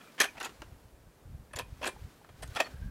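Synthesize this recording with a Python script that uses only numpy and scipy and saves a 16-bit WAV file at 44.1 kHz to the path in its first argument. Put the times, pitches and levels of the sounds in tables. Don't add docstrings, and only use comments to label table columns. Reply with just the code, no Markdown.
import sys
import numpy as np
from scipy import signal
from scipy.fft import rfft, irfft, next_fast_len
from scipy.io import wavfile
from scipy.ndimage import uniform_filter1d, map_coordinates

SR = 44100
rng = np.random.default_rng(int(sys.argv[2]) if len(sys.argv) > 2 else 0)


def invert_db(level):
    return 10 ** (np.asarray(level, dtype=float) / 20)


def persist_wave(psi):
    counts = np.round(np.clip(psi, -1, 1) * 32767).astype(np.int16)
    wavfile.write(sys.argv[1], SR, np.atleast_2d(counts).T)


N = 127890
HIT = 8192


def unit(x):
    return x / np.sqrt(np.mean(x ** 2) + 1e-20)


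def along(points, hz):
    f, v = np.transpose(points)
    return np.interp(np.log(hz + 1), np.log(f + 1), v)


def curve(rows):
    s, v = np.transpose(rows)
    return np.interp(np.arange(N) / SR, s, v)


def wobble(rate, size=N):
    knots = rng.standard_normal(int(size * rate / SR) + 4)
    return map_coordinates(knots, [np.arange(size) * rate / SR])


def filtered(x, response):
    m = next_fast_len(len(x) + 8192)
    return irfft(rfft(x, m) * response(np.fft.rfftfreq(m, 1 / SR)), m)[:len(x)]


def causal(db):
    c = irfft(np.log(invert_db(db) + 1e-6))
    c[1:len(c) // 2] *= 2
    c[len(c) // 2 + 1:] = 0
    return np.exp(rfft(c))


def resonate(f, peaks):
    total = 0
    for k, (centre, width, db) in enumerate(peaks):
        mode = 1j * f * width / (centre * centre - f * f + 1j * f * width)
        total = total + (-1) ** k * invert_db(db) * mode
    return total


def add(out, x, s):
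    out[round(s * SR):][:len(x)] += x


def contact(length_s, rise_s, t60_s, grain_db, response):
    t = np.arange(HIT) / SR
    shape = (1 - np.exp(-t / rise_s)) * invert_db(-60 * np.maximum(t - length_s, 0) / t60_s)
    grain = invert_db(grain_db * wobble(903.3, size=HIT)) * rng.standard_normal(HIT)
    x = filtered(shape * grain, response)
    return x / np.sqrt(uniform_filter1d(x ** 2, size=132).max())


# t/s, peak level/dB
WIND_PUFFS = [(0.679, -45.5), (0.729, -40.5), (0.767, -49), (0.858, -46), (1.259, -44), (1.298, -53.5),
              (1.352, -36), (1.401, -47), (1.56, -37), (1.605, -42), (1.634, -40), (1.729, -35.5),
              (2.022, -37), (2.05, -36), (2.308, -47), (2.349, -43.5), (2.446, -36), (2.494, -35),
              (2.519, -38.5), (2.558, -41.5), (2.745, -37), (2.794, -49), (2.821, -40), (2.849, -31.5),
              (2.89, -39.5)]
# t/s, level/dB
GUST_LEVEL = [(.25, -76.5), (.32, -68), (.75, -54.5), (1.2, -64.5), (1.33, -44), (1.47, -60.5),
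              (1.6, -49.5), (1.85, -60.5), (2.06, -51), (2.2, -65.5), (2.45, -48), (2.65, -66), (2.82, -40)]
# f/Hz, density/dB per Hz
BUFFET_SPECTRUM = [(20, -17.5), (45, 0.5), (90, -5.5), (150, -11.5), (250, -23.5), (500, -68.5)]
# f/Hz, density/dB per Hz
AIR_SPECTRUM = [(71, -28), (120, -0.5), (377, -5.5), (462, -5), (3490, -23.5), (14300, -27), (15800, -31)]


def wind():
    out = np.zeros(N + HIT)
    lead_s = .06
    t = np.arange(HIT) / SR - lead_s
    for s, db in WIND_PUFFS:
        hz = 89.1 * np.exp(rng.normal(0, 0.0946))
        swell = np.exp(-(t * hz / 0.49) ** 2)
        push = np.sin(2 * np.pi * hz * t + rng.normal(np.pi, 0.88))
        add(out, invert_db(db) * swell * push, s - lead_s)
    rumble = filtered(rng.standard_normal(N), lambda f: invert_db(along(BUFFET_SPECTRUM, f)))
    lumps = invert_db(4.27 * wobble(29.783)) * rumble
    spectrum = [(40, -52.5)] + list(AIR_SPECTRUM)
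    air = filtered(rng.standard_normal(N), lambda f: invert_db(along(spectrum, f)))
    fade = np.minimum(np.arange(N)[::-1] / 200, 1)
    gusts = fade * (out[:N] + invert_db(curve(GUST_LEVEL)) * unit(lumps))
    return gusts + invert_db(-62 + 1.3 * wobble(3.91)) * unit(air)


# t/s, level/dB
RUB_LEVEL = [(0, -60.5), (.35, -60), (.55, -60), (.75, -73), (1.45, -92), (1.7, -65), (2.14, -64.5),
             (2.25, -74), (2.5, -56.5), (2.72, -57.5), (2.9, -70.5)]
# f/Hz, density/dB per Hz
RUB_SPECTRUM = [(120, -21), (250, -7.5), (500, -15.5), (1700, -17.5), (4500, -23.5), (15500, -34)]
# f/Hz, then a list of t/s, level/dB
SQUEAKS = [
    (1310, [(.1, -69), (.14, -90)]),
    (2380, [(.11, -70), (.15, -90)]),
    (1520, [(2.3, -90), (2.4, -73), (2.6, -72), (2.67, -64), (2.76, -80)]),
    (1600, [(2.72, -90), (2.79, -67)]),
]


def rubbing():
    level_db = curve(RUB_LEVEL)
    loudest_db = level_db.max()
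    grain = unit(invert_db(wobble(120) + 1.1 * wobble(21.76)) * rng.standard_normal(N))
    broad = unit(filtered(grain, lambda f: invert_db(along(RUB_SPECTRUM, f))))
    notes = np.zeros(N)
    for hz, fits in SQUEAKS:
        tone = filtered(rng.standard_normal(N), lambda f: resonate(f, [(hz, 136, 0)]) ** 2)
        notes += invert_db(curve(fits) + 5.4 * wobble(44.71)) * unit(tone)
    return invert_db(-0.5 + loudest_db + 0.765 * (level_db - loudest_db)) * broad + notes


# t/s, level/dB, chatter length/s
SETTLE_KNOCKS = [
    (.006, -53, 0.0066),
    (0.178, -35.5, 0.0386),
    (.201, -21, 0.0064),
    (0.212, -25, 0.006),
    (0.226, -36.5, 0.0082),
    (0.238, -29, 0.0045),
    (0.252, -35, 0.00215),
]
SHIFT_KNOCKS = [(0.352, -51, 0.0128), (.370, -47.5, 0.0047), (0.379, -44, 0.00415), (0.401, -39, 0.0134),
                (0.409, -36.5, 0.0041), (0.429, -39.5, 0.0143), (.442, -42, 0.0178), (.457, -38, 0.0076),
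                (.468, -50, 0.0057), (0.492, -49, 0.0036), (0.618, -42, 0.00276)]
REGRIP_KNOCKS = [(1.508, -61, 0.0045), (1.533, -43, 0.00906), (1.559, -45.5, 0.0077),
                 (1.568, -41.5, 0.0089), (1.587, -36, 0.00186), (1.595, -36, 0.0044), (1.605, -45, 0.0065),
                 (1.619, -53.5, 0.0023), (1.814, -42, 0.0167), (1.828, -35, 0.0164), (1.844, -32, 0.00126),
                 (1.854, -38, 0.0061), (1.861, -31, 0.0052), (1.872, -33, 0.0081), (1.888, -43, 0.0054)]
LOCK_KNOCKS = [(2.242, -51.5, 0.0051), (2.290, -52.5, 0.0028), (2.425, -40, 0.0058), (2.433, -45.5, 0.0031),
               (2.549, -45, 0.0075), (2.558, -33, 0.0055), (2.565, -32, 0.00743), (2.578, -41, 0.0124),
               (2.588, -36, 0.0257), (2.601, -22.5, 0.00481), (2.609, -36.5, 0.00404), (2.622, -50, 0.0062),
               (2.638, -52.5, 0.022), (2.655, -45.5, 0.0158)]
# f/Hz, level/dB
TUBE_MODES = [
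    [(700, 1), (1757.6, 6.5), (2453, 1), (3240, 4.5), (1130, -5.5), (4280, -5)],
    [(350, -6.5), (845, 5), (1400, 1), (1890, 2.5), (2750, -4)],
    [(509, -3.5), (1017, 3), (1750, -1.5), (2550, 2.5), (3280, -5.5)],
    [(680, -0.5), (1280, 3), (1848, -1.5), (2497, 2.5), (3300, -5.5)],
]
GRIP_TILT = [-0.13, -0.018, -1.86, -1.474]
# f/Hz, density/dB per Hz
COLLAR_SPECTRUM = [(88, -49.5), (150, -11.5), (695, -9.5), (1900, -5.5), (5000, -6.5), (10000, -16.5),
                   (15800, -24.5)]


def tubes():
    out = np.zeros(N + HIT)
    grips = (SETTLE_KNOCKS, SHIFT_KNOCKS, REGRIP_KNOCKS, LOCK_KNOCKS)
    ring_db, mode_width_hz, t60_s = 3.5, 200, 0.0511
    soft_dark = 0.0812
    for knocks, modes, tilt in zip(grips, TUBE_MODES, GRIP_TILT):
        for s, db, length_s in knocks:
            peaks = [(hz * np.exp(rng.normal(0, .02)), mode_width_hz, g + ring_db + rng.normal(0, 2))
                     for hz, g in modes]

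            def body(f):
                octaves = np.log2(np.clip(f, 200, 12000) / 1500)
                tilted = causal((tilt + soft_dark * (db + 22.5)) * octaves)
                metal = causal(along(COLLAR_SPECTRUM, f)) + resonate(f, peaks)
                return tilted * metal * (1j * f / (190 + 1j * f)) ** 2

            add(out, invert_db(db) * contact(length_s, 0.12 * length_s, t60_s, 3.15, body), s)
    return out[:N]


# t/s, f/Hz, level/dB, t60/s
RINGING_RUNGS = [
    (.21, 2288, -34, 0.21),
    (0.255, 2462, -42.5, 0.12),
    (1.615, 2490, -49, 0.123),
    (1.866, 2390, -51, 0.256),
    (2.645, 4373, -44, 0.099),
]
# t/s, f/Hz, level/dB, t60/s
LIGHT_TAPS = [
    (.042, 1330, -48, .03),
    (.074, 1320, -45, .03),
    (.619, 330, -37, .025),
    (.626, 600, -40, .025),
    (1.963, 850, -42, .03),
    (2.214, 850, -49, .03),
    (2.409, 800, -48, .025),
]


def rungs():
    out, t = np.zeros(N + HIT), np.arange(HIT) / SR
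    for s, hz, db, t60 in RINGING_RUNGS + LIGHT_TAPS:
        unsteady_db = 6.8 * np.minimum(t / 0.03, 1) * wobble(139, size=HIT)
        envelope = invert_db(db - 60 * t / t60 + unsteady_db) * (1 - np.exp(-t / 0.00053))
        add(out, envelope * np.sin(2 * np.pi * hz * t), s)
    return out[:N]


# t/s, level/dB, strongest ring f/Hz
PIN_TICKS = [(.201, -21.5, 6334), (0.212, -24.5, 5984), (0.219, -37, 8690), (0.229, -38, 6860),
             (0.242, -39, 6270), (0.400, -45, 6230), (.412, -49.5, 5580), (0.428, -41, 6910),
             (.446, -39, 6980), (0.452, -49, 6720), (1.532, -51, 9670), (1.556, -49.5, 5680),
             (1.561, -39.5, 7060), (1.588, -36.5, 6230), (1.828, -56.5, 9480), (1.841, -46.5, 6300),
             (1.854, -41.5, 6930), (1.869, -38.5, 7620), (1.873, -37.5, 8780), (1.888, -52, 9800),
             (2.422, -51.5, 8770), (2.43, -44.5, 8500), (2.476, -53.5, 6520), (2.549, -47, 5840),
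             (2.562, -48, 9500), (2.586, -57.5, 6920), (2.601, -38.5, 7316)]
# f/Hz, level/dB
PIN_MODES = [(6260, 4.5), (6820, -8), (8560, -2.5), (9800, -2.5), (11200, -28)]
# f/Hz, density/dB per Hz
SNAP_SPECTRUM = [(150, -47), (2000, -6.5), (4000, 4.5), (6000, -8.5), (11000, -2), (14500, -16),
                 (15800, -26.5)]


def pins():
    out = np.zeros(N + HIT)
    chatter_s, rise_s, t60_s = 0.002, 0.00024, 0.0501
    for s, db, ring_hz in PIN_TICKS:
        peaks = [(hz, 220, g - 1.5 + rng.normal(0, 4)) for hz, g in PIN_MODES]
        peaks.append((ring_hz, 297, 17))

        def body(f):
            return causal(along(SNAP_SPECTRUM, f)) * (invert_db(-2.0) + resonate(f, peaks))

        add(out, invert_db(db) * contact(chatter_s, rise_s, t60_s, 3, body), s)
    return out[:N]


# t/s, peak level/dB, f/Hz, t60/s
LOW_BLOWS = [(.2045, -17.5, 417.7, 0.0273), (.2155, -26, 302, 0.029), (1.8134, -33, 549, 0.059),
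             (.380, -35.5, 640, 0.028), (.4125, -26, 1151, 0.019), (.457, -27.5, 874, 0.023),
             (.470, -39, 760, 0.025), (.492, -40, 350, 0.031), (1.537, -37.5, 607.3, 0.038),
             (1.596, -24, 995, 0.0144), (1.5965, -31.5, 516.6, 0.033), (1.826, -27.5, 524, 0.047),
             (1.832, -26.5, 598, 0.027), (1.844, -37, 463, 0.0275), (1.862, -25, 1030, 0.015),
             (1.865, -25, 791, 0.017), (1.877, -24.5, 371, 0.0358), (1.883, -28.5, 524, 0.039),
             (2.559, -31.5, 737, 0.0365), (2.568, -33, 700, 0.044), (2.6005, -13.5, 769, 0.0286),
             (2.606, -16.5, 671, 0.032), (2.612, -20.5, 621.8, 0.0335)]
# t/s, peak level/dB, f/Hz, t60/s
HIGH_BLOWS = [(0.2013, -17, 3204, 0.035), (0.2037, -8.5, 1723, 0.0283), (0.2066, -24.5, 3240, 0.0165),
              (0.2116, -13, 2395, 0.021), (0.2167, -15.5, 1850, 0.0206), (.244, -20.5, 1572, 0.0212),
              (0.619, -39.5, 1604, 0.036), (.370, -34.5, 2200, .012), (.379, -32, 2403, .014),
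              (.402, -34.5, 1905, 0.0234), (0.4414, -31, 2636, 0.026), (0.4465, -31, 3236, .025),
              (.453, -28.5, 2593, 0.021), (0.4588, -32, 1417, .018), (1.511, -51.5, 1756, 0.0435),
              (1.536, -34, 1740, 0.0315), (1.5874, -31.5, 3240, 0.0243), (1.5955, -25.5, 2620, 0.0176),
              (1.6208, -36.5, 2445, 0.0285), (1.8443, -19.5, 1590, 0.0123), (1.859, -25.5, 2605, 0.027),
              (1.8625, -23.5, 1890, 0.0116), (2.563, -32, 3320, 0.029), (2.569, -25.5, 1397, 0.025),
              (2.603, -9.5, 2609, 0.0143), (2.6035, -14.5, 1843, 0.028), (2.609, -22.5, 1206, 0.0364)]


def blows():
    out, t = np.zeros(N + HIT), np.arange(HIT // 2) / SR
    for s, db, hz, t60 in LOW_BLOWS + HIGH_BLOWS:
        envelope = invert_db(-60 * t / t60) * (1 - np.exp(-t / .0004))
        ring = envelope * np.sin(2 * np.pi * hz * t + rng.uniform(0, 2 * np.pi))
        crack = invert_db(-5.5 - 60 * t / 0.0039) * uniform_filter1d(rng.standard_normal(len(t)), size=5)
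        add(out, invert_db(db - 4) * (ring + crack), s)
    return filtered(out[:N], lambda f: (1j * f / (170 + 1j * f)) ** 2)


# f/Hz, t60/s
WALL_DECAY = [(300, 0.3295), (2000, 0.169), (10000, 0.18)]


def wall(x):
    delay = round(.012 * SR)
    hz, t, z = signal.stft(rng.standard_normal(SR // 2), SR, nperseg=256)
    decay = invert_db(-60 * t / along(WALL_DECAY, hz)[:, None])
    tail = signal.istft(z * decay, SR, nperseg=256)[1]
    return signal.fftconvolve(np.pad(x, (delay, 0)), tail / np.linalg.norm(tail))[:N]


def scene():
    ladder = tubes() + rungs() + pins() + blows()
    echo = invert_db(-16) * wall(ladder)
    return (wind() + rubbing() + ladder + echo)[None]


def band_limit(x):
    return signal.sosfilt(signal.butter(12, 16450, fs=SR, output="sos"), x)


def record(dry):
    mix = filtered(dry[0], lambda f: f < 15830)[None]
    return band_limit(mix)


dry = scene()
out = record(dry)
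persist_wave(out)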